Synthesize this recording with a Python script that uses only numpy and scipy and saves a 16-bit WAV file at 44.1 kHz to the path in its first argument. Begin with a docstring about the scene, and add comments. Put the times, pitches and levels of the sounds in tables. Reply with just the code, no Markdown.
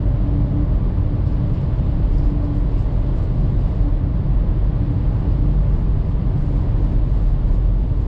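"""A car rolls through a damp road tunnel, heard from the driver's seat with the windows shut.
The road shakes body and cabin resonances into a boom, and noise shaped as tyre rumble lies over it.
The engine is a low drone of sine orders; shaped noise makes the traffic's roar in the tube and the tread's growl and hiss.
A fan, probably the tunnel's ventilation, hums in swells as a blade tone smeared by echoes, with overtones and a rush
of air that fade. Fluttering noise bands make the spray, and swishes, sloshes and drops where the road is wet."""
import sys
import numpy as np
from scipy.fft import rfft, irfft, next_fast_len
from scipy.io import wavfile
from scipy.ndimage import uniform_filter1d, minimum_filter1d, map_coordinates

SR = 44100
rng = np.random.default_rng(int(sys.argv[2]) if len(sys.argv) > 2 else 0)


def generate_wav(sig):
    """Save sig (samples, or channels by samples) to the path in sys.argv[1] as 16-bit PCM at SR."""
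    pcm = np.round(np.clip(np.atleast_2d(sig).T, -1, 1) * 32767).astype(np.int16)
    wavfile.write(sys.argv[1], SR, pcm)


N = 355887

# Dampness of the road. Each row: time in seconds, lift it gives the fine spray in dB.
DAMPNESS = [(0, 1.5), (1.1, 1), (1.6, 3.5), (2.05, 3), (2.28, 6), (2.37, -.5), (2.47, 2.5), (3, 4.5),
            (3.7, 3.5), (4.1, -0.5), (5.3, 4), (6, 1.5), (6.7, 4), (7.8, 1.5)]
# Wet patches under the tyres. Each row: start in seconds, length in seconds, spray level in dB, swish level in dB.
WET_PATCHES = [(1.256, 0.026, -72, -61), (1.315, 0.018, -71.5, -63), (1.53, .04, -76, -66),
               (1.605, .025, -72, -67), (1.78, .012, -73, -71), (2.12, 0.086, -70, -65),
               (2.22, .04, -70, -63), (2.295, .016, -71, -67), (2.425, .03, -71, -68),
               (2.543, 0.066, -71, -67.5), (2.71, .05, -78, -66), (2.775, 0.049, -68, -64),
               (3.16, .025, -67, -74), (3.22, .02, -69, -72), (3.34, .09, -76, -72),
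               (3.573, .26, -75.5, -70.5), (5.66, .16, -74, -77), (6.077, .035, -73.5, -72),
               (6.359, 0.28, -72.5, -72), (6.81, .04, -69, -70.5), (6.89, 0.038, -71, -70.5),
               (7.09, 0.24, -73, -71), (7.47, 0.091, -70, -69), (7.96, .1, -74, -78)]
# time a tyre takes to run into a patch, and decay time of its water afterwards (s)
PATCH_RISE_S, PATCH_TAIL_S = 0.013, 0.02


def amp(db):
    """Decibels to gain."""
    return 10 ** (np.asarray(db) / 20)


def unit(x):
    """Scale to rms 1."""
    return x / np.sqrt(np.mean(np.abs(x) ** 2) + 1e-20)


def curves(rows):
    """One value per sample for each column after the time."""
    seconds, *columns = np.transpose(rows)
    return [np.interp(np.arange(N) / SR, seconds, column) for column in columns]


def wobble(rate):
    """A smooth random curve at rms 1, with rate knots a second."""
    knots = rng.standard_normal(int(N * rate / SR) + 4)
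    return unit(map_coordinates(knots, [np.arange(N) * rate / SR]))


def filtered(x, response):
    """x passed through a response given as a function of frequency in Hz."""
    size = next_fast_len(N + SR // 2)
    spectrum = rfft(x, size) * response(np.fft.rfftfreq(size, 1 / SR))
    return irfft(spectrum, size)[:N]


def coloured(x, spectrum):
    """x shaped by (Hz, dB) points on a log frequency axis, at rms 1."""
    points_hz, points_db = np.transpose(spectrum)

    def response(hz):
        return amp(np.interp(np.log(hz + 1), np.log(points_hz), points_db, left=-120, right=-120))

    return unit(filtered(x, response))


def steadied(x, seconds):
    """x with its swells longer than the given time evened out by its running rms."""
    power = np.abs(uniform_filter1d(x * x, int(seconds * SR) + 1))
    return x / np.sqrt(power + 1e-9)


def swells(rows, rise_s, tail_s):
    """Gain of (start s, length s, dB) events that rise, hold and die away, added by power."""
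    t = np.arange(0, N, 20) / SR  # every 20th sample is enough
    power = 0
    for start, length, db in rows:
        rise = np.clip(0.5 + (t - start) / rise_s, 0, 1)  # half way up at the start time
        decay = np.exp(-np.clip((t - start - length) / tail_s, 0, 20))
        power = power + (amp(db) * rise * decay) ** 2
    return np.interp(np.arange(N) / SR, t, np.sqrt(power))


def echoes(phase, spread_hz, direct):
    """A tone plus its many reflections, each Doppler-shifted a little by the car's motion: a random fading sum."""
    scatter = unit(wobble(2 * spread_hz) + 1j * wobble(2 * spread_hz))
    return unit(np.real((direct + scatter) * np.exp(1j * phase)))


def bass_swing_db():
    """Swing of the deep bass about its mean, shared by cabin boom and engine drone."""
    # Each row: time in seconds, deep bass level in dB (only the swing about the mean counts).
    bass_level = [(0, -20.5), (1.02, -20), (1.42, -24.5), (1.75, -20), (2.2, -14.5), (2.45, -21.5),
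                  (2.95, -18.5), (3.22, -21), (3.82, -17), (4.23, -21.5), (4.47, -15.5), (4.9, -24.5),
                  (5.2, -18), (5.95, -18), (6.27, -22), (7.42, -15), (8.07, -20)]
    db, = curves(bass_level)
    return db - db.mean()


def cabin_boom():
    """Uneven asphalt shakes the low resonances of body and cabin, through a suspension that softens the top."""
    # Each row: resonance in Hz, width in Hz, relative level in dB.
    resonances = [(26, 2.9, -6.5), (32.76, 4.5, -0.5), (43.2, 8, -0.5), (52.1, 11, -1.5)]
    mean_db, follows = -19.5, 0.91  # follows: part of the bass swing taken over

    def modes(f):
        total = 0
        for k, (centre, width, db) in enumerate(resonances):
            mode = 1j * f * width / (centre * centre - f * f + 1j * f * width)
            total = total + (-1) ** k * amp(db) * mode  # neighbours in opposite polarity
        return total

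    def suspension(f):
        return 1 / (1 + (f / 85) ** 4)

    shaken = unit(filtered(rng.standard_normal(N), lambda f: modes(f) * suspension(f)))
    return amp(mean_db + follows * bass_swing_db()) * steadied(shaken, seconds=0.22)


def tyre_rumble():
    """Road texture drums through the tyres into the floor, louder on coarse asphalt."""
    # Each row: frequency in Hz, relative level in dB per Hz.
    rumble_spectrum = [(10, -14), (20, -9.5), (40, -12.5), (60, -3), (68, -5), (80, -2.5), (95, 1),
                       (112, -1), (128, -2), (183, -9), (197, -13.5), (220, -17.5), (300, -23.5),
                       (600, -49.5)]
    # Coarseness of the asphalt. Each row: time in seconds, lift it gives the rumble in dB.
    coarseness = [(0, 0.5), (.4, 1), (1.1, -0.7), (1.8, 1.5), (2.15, -1.3), (3.13, -1.5), (3.48, 2.1),
                  (3.8, -1), (4.0, -1.1), (4.25, 1), (4.5, -0.8), (4.9, 1.5), (5.25, 0.5), (5.55, 0.7),
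                  (6.1, -1.3), (6.35, .7), (6.9, 0), (7.25, -2.5), (7.55, -1.5), (7.75, -.3), (8.07, -2.5)]
    rumble_db = -20.5
    coarse_db, = curves(coarseness)
    rumble = steadied(coloured(rng.standard_normal(N), rumble_spectrum), seconds=0.23)
    return amp(rumble_db + coarse_db) * rumble


def engine():
    """Sine orders of the firing rate at low revs make a drone; now and then one of them stands out."""
    # Each row: time in seconds, firing rate in Hz before a small random jitter.
    firing_rate = [(0, 46.3), (.45, 48), (.95, 45.2), (1.35, 46.6), (1.7, 46.6), (2.3, 44.3), (4.1, 44.55),
                   (5.4, 46.8), (5.8, 47), (6.4, 45.3), (7.6, 44.4), (8.07, 43)]
    # Each row: multiple of the firing rate, relative level in dB.
    orders = [(1, 1), (2, -17), (3, -14), (4, -20.5)]
    # Each row: start in seconds, length in seconds, multiple of the firing rate, level in dB.
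    order_swells = [(0.18, 0.72, 2, -26.5), (.95, 0.33, 2, -26.5), (.1, 1.5, 4, -34.5),
                    (5.4, 0.39, 3, -28.5), (5.4, 0.46, 4, -34.5), (6.25, .45, 2, -28)]
    mean_db, follows = -24, 1.5  # follows: bass swing is exaggerated by this factor
    rise_s, tail_s = 0.3, 0.12

    firing_hz, = curves(firing_rate)
    phase = 2 * np.pi * np.cumsum(firing_hz * (1 + 0.012 * wobble(7))) / SR
    drone = 0
    for multiple, db in orders:
        tone = np.sin(multiple * phase + rng.uniform(0, 2 * np.pi))
        drone = drone + amp(db + 1.2 * wobble(6.8)) * tone
    strands = 0
    for start, length, multiple, db in order_swells:
        tone = unit(np.sin(round(multiple) * phase + rng.uniform(0, 2 * np.pi)))
        strands = strands + swells([(start, length, db)], rise_s, tail_s) * tone
    return amp(mean_db + follows * bass_swing_db()) * unit(drone) + strands


def tunnel_roar():
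    """Traffic noise, blurred by the tube and dulled by the glass, slowly swelling."""
    # Each row: frequency in Hz, relative level in dB per Hz.
    roar_spectrum = [(250, -25.5), (480, -4.5), (550, -3.5), (615, -3.5), (720, -5.5), (800, -5.5),
                     (880, -6), (950, -8), (1020, -6.5), (1130, -10), (1400, -16.8), (1850, -19),
                     (2000, -19.5), (2500, -25.5), (3200, -30), (4800, -41.5), (6200, -58.5)]
    # Swell of the surrounding traffic. Each row: time in seconds, lift in dB.
    traffic = [(0, 0), (1.2, -0.2), (3.1, .5), (4.15, -0.8), (5.2, 1), (5.9, -0.6), (6.8, 0.5), (7.5, -1),
               (7.68, -2), (8.07, -1.9)]
    roar_db = -42
    traffic_db, = curves(traffic)
    unsteady = amp(0.29 * wobble(7.4))
    return amp(roar_db + traffic_db) * unsteady * coloured(rng.standard_normal(N), roar_spectrum)


def fan():
    """The blade tone wavers and comes in swells; its overtones and the rush of air each fade in their own way."""
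    # The hum wavers as the car moves through its echoes. Each row: time in seconds, pitch in Hz.
    hum_pitch = [(0, 290), (.3, 286), (.65, 291.5), (1.6, 288.5), (2.5, 291), (3.9, 289.5), (4.4, 292),
                 (4.9, 287.5), (5.3, 290), (8.07, 288.5)]
    # Each row: start in seconds, length in seconds, level of the hum in dB.
    hum_swells = [(.01, 0.043, -31.5), (.17, 0.14, -34), (.32, 0.071, -27), (.53, 0.083, -26.5),
                  (.96, .19, -33.5), (1.26, 0.22, -33.5), (1.83, 0.32, -39.5), (2.14, 0.097, -32.5),
                  (2.28, .3, -30), (2.7, 0.085, -33.5), (3.82, 0.06, -29), (3.97, 0.11, -36),
                  (4.8, .16, -30.5), (5.21, 0.08, -33.5), (5.39, 0.081, -29), (6.48, 0.19, -35),
                  (6.84, 0.15, -35.5), (7.93, 0.15, -37.5)]
    # Each row: start in seconds, length in seconds, level of the hum's octave in dB.
    octave_swells = [(.08, .09, -45.5), (.4, 0.13, -44), (2.17, .05, -46), (2.41, 0.065, -47),
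                     (2.97, 0.069, -47), (3.17, .06, -43), (3.48, .05, -47), (6.35, .08, -47.5)]
    # Each row: multiple of the blade rate, starting level in dB, fading as the fan falls behind in dB per second.
    fan_overtones = [(2, -51, 0.7), (3, -60.5, 0.5), (4, -59.5, 0.5), (5, -67, .5), (6, -74.5, 0.5)]
    # The rush of air. Each row: frequency in Hz, relative level in dB per Hz.
    wash_spectrum = [(520, -24.5), (580, -0.5), (610, 0), (665, -4.5), (740, -22)]
    blade_hz = 289.2  # mean rate, for the overtones
    hum_db, hum_fade_db_per_s = -40.5, 1.2  # between swells, at the start
    wash_db, wash_fade_db_per_s = -46.5, 0.55
    rise_s, tail_s = 0.08, 0.042

    t = np.arange(N) / SR
    hum_floor = amp(hum_db - hum_fade_db_per_s * t)
    hum_level = np.hypot(hum_floor, swells(hum_swells, rise_s, tail_s))
    hum_hz, = curves(hum_pitch)
    phase = 2 * np.pi * np.cumsum(hum_hz) / SR
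    hum = hum_level * steadied(echoes(phase, spread_hz=7, direct=1.8), seconds=0.06)
    octave = swells(octave_swells, rise_s, tail_s) * unit(np.sin(2 * phase))
    overtones = 0
    for k, db, fade in fan_overtones:
        tone = echoes(2 * np.pi * k * blade_hz * t, spread_hz=2.4 * k, direct=0.8)
        overtones = overtones + amp(db - fade * t) * tone
    wash = amp(wash_db - wash_fade_db_per_s * t) * coloured(rng.standard_normal(N), wash_spectrum)
    return hum + octave + overtones + wash


def easing_db():
    """Change of the tread noise, which dies down steadily once the car eases off."""
    ease_s, ease_db_per_s = 6.9, 1.5
    return -ease_db_per_s * np.maximum(np.arange(N) / SR - ease_s, 0)


def tread():
    """The tread blocks growl on the asphalt and squeeze out a hiss of air, louder where the road is damp."""
    # Each row: frequency in Hz, relative level in dB per Hz.
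    growl_spectrum = [(170, -13), (250, 3), (315, 1.5), (370, -2), (440, -5), (490, -6), (550, -10.5),
                      (800, -25.5), (1500, -56.5)]
    # Each row: frequency in Hz, relative level in dB per Hz.
    hiss_spectrum = [(1500, -20.5), (2400, -1.5), (2850, 3), (3700, 0.8), (4700, -2.5), (5400, -10),
                     (5900, -18), (8000, -36)]
    growl_db, growl_follows = -35.5, 0.27  # mean level before easing, part of the damp lift taken over
    hiss_db, hiss_follows = -61, 0.5  # level at zero lift, part of the damp lift taken over

    damp_db, = curves(DAMPNESS)
    growl_level = growl_db + growl_follows * (damp_db - damp_db.mean()) + 0.36 * easing_db()
    growl = amp(growl_level + 0.39 * wobble(2.4)) * coloured(rng.standard_normal(N), growl_spectrum)
    hiss_level = hiss_db + hiss_follows * damp_db + 0.6 * easing_db()
    hiss = amp(hiss_level + 0.4 * wobble(22)) * coloured(rng.standard_normal(N), hiss_spectrum)
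    return growl + hiss


def spray():
    """The damp road throws up a fluttering mist with a light patter of drops, more of it in the wet patches."""
    # Each row: frequency in Hz, relative level in dB per Hz.
    fizz_spectrum = [(3000, -14), (4900, 2), (5900, -2), (6600, 1), (7900, 0.5), (8800, -9), (10000, -18),
                     (12000, -39.5)]
    spray_db = -77  # at zero lift, outside the patches
    damp_db, = curves(DAMPNESS)
    patch_rows = [(start, length, db) for start, length, db, _ in WET_PATCHES]
    patches = swells(patch_rows, PATCH_RISE_S, PATCH_TAIL_S) * amp(1.2 * wobble(90))
    drops = unit(rng.choice([-1, 1], N) * (rng.random(N) < 500 / SR))  # about 500 clicks a second
    water = rng.standard_normal(N) + 0.4 * drops
    level = np.hypot(amp(spray_db + damp_db), patches)
    flutter = amp(0.96 * wobble(45))
    return level * flutter * coloured(water, fizz_spectrum)


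def swishes():
    """Water sheets off the tread in short fluttering swells, sloshes where it lies deeper and flings single drops."""
    # Each row: frequency in Hz, relative level in dB per Hz.
    swish_spectrum = [(3000, -22.5), (4000, -3.5), (4800, 0.5), (5450, -3), (5900, -15), (8000, -23)]
    # Deeper films of water. Each row: start in seconds, length in seconds, level in dB.
    deep_films = [(1.26, .2, -64), (1.54, .05, -57), (1.68, 0.52, -62.5), (2.72, .08, -60),
                  (3.55, .12, -64), (4.32, 0.074, -62.5)]
    # Each row: frequency in Hz, relative level in dB per Hz.
    slosh_spectrum = [(1200, -22.5), (2100, -3), (2800, -0.5), (3400, -5.5), (4500, -18), (6000, -36.5)]
    # Single drops flung against the wheel arch. Each row: start in seconds, level in dB.
    flung_drops = [(2.181, -53.5), (5.32, -63), (6.375, -61.5)]
    # Each row: frequency in Hz, relative level in dB per Hz.
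    drop_spectrum = [(1500, -12), (3500, -5), (4600, 1), (5100, 3), (6000, -14), (8600, -13.5),
                     (10000, -29)]

    patch_rows = [(start, length, db) for start, length, _, db in WET_PATCHES]
    sheet_level = swells(patch_rows, PATCH_RISE_S, PATCH_TAIL_S) * amp(1.2 * wobble(110))
    sheets = sheet_level * coloured(rng.standard_normal(N), swish_spectrum)
    slosh_level = swells(deep_films, rise_s=0.03, tail_s=0.03)
    slosh = slosh_level * coloured(rng.standard_normal(N), slosh_spectrum)
    drop_rows = [(start, 0.004, db) for start, db in flung_drops]  # each holds for 4 ms
    drop_level = swells(drop_rows, rise_s=0.002, tail_s=0.009)
    drops = drop_level * coloured(rng.standard_normal(N), drop_spectrum)
    return sheets + slosh + drops


def scene():
    """Everything that reaches the driver's seat."""
    road = cabin_boom() + tyre_rumble()
    tunnel = tunnel_roar() + fan()
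    wet = spray() + swishes()
    return (road + engine() + tunnel + tread() + wet)[None]


def record(dry):
    """A compressor evens out the bass, a limiter holds the peaks down and a steep low-pass ends the band."""
    split_hz, average_s, makeup_db = 180, 0.05, 2
    threshold_db, squeeze = -24, 0.34  # squeeze: share of the excess removed
    ceiling, hold_s, top_hz = 0.42, 0.016, 9750

    bass = filtered(dry[0], lambda hz: 1 / (1 + (hz / split_hz) ** 8))
    power = np.abs(uniform_filter1d(bass * bass, int(average_s * SR) + 1))
    level_db = 10 * np.log10(power + 1e-9)
    bass_gain = amp(makeup_db - squeeze * np.maximum(level_db - threshold_db, 0))
    even = dry[0] - bass + bass * bass_gain

    needed = np.minimum(1, ceiling / (np.abs(even) + 1e-9))
    hold = int(hold_s * SR)
    gain = uniform_filter1d(minimum_filter1d(needed, hold), hold)
    samples = np.arange(N)
    fade = np.clip(np.minimum(samples, samples[::-1]) / (0.004 * SR), 0, 1)  # 4 ms at both ends
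    return filtered(even * gain * fade, lambda hz: 1 / np.sqrt(1 + (hz / top_hz) ** 80))[None]


dry = scene()
out = record(dry)
generate_wav(out)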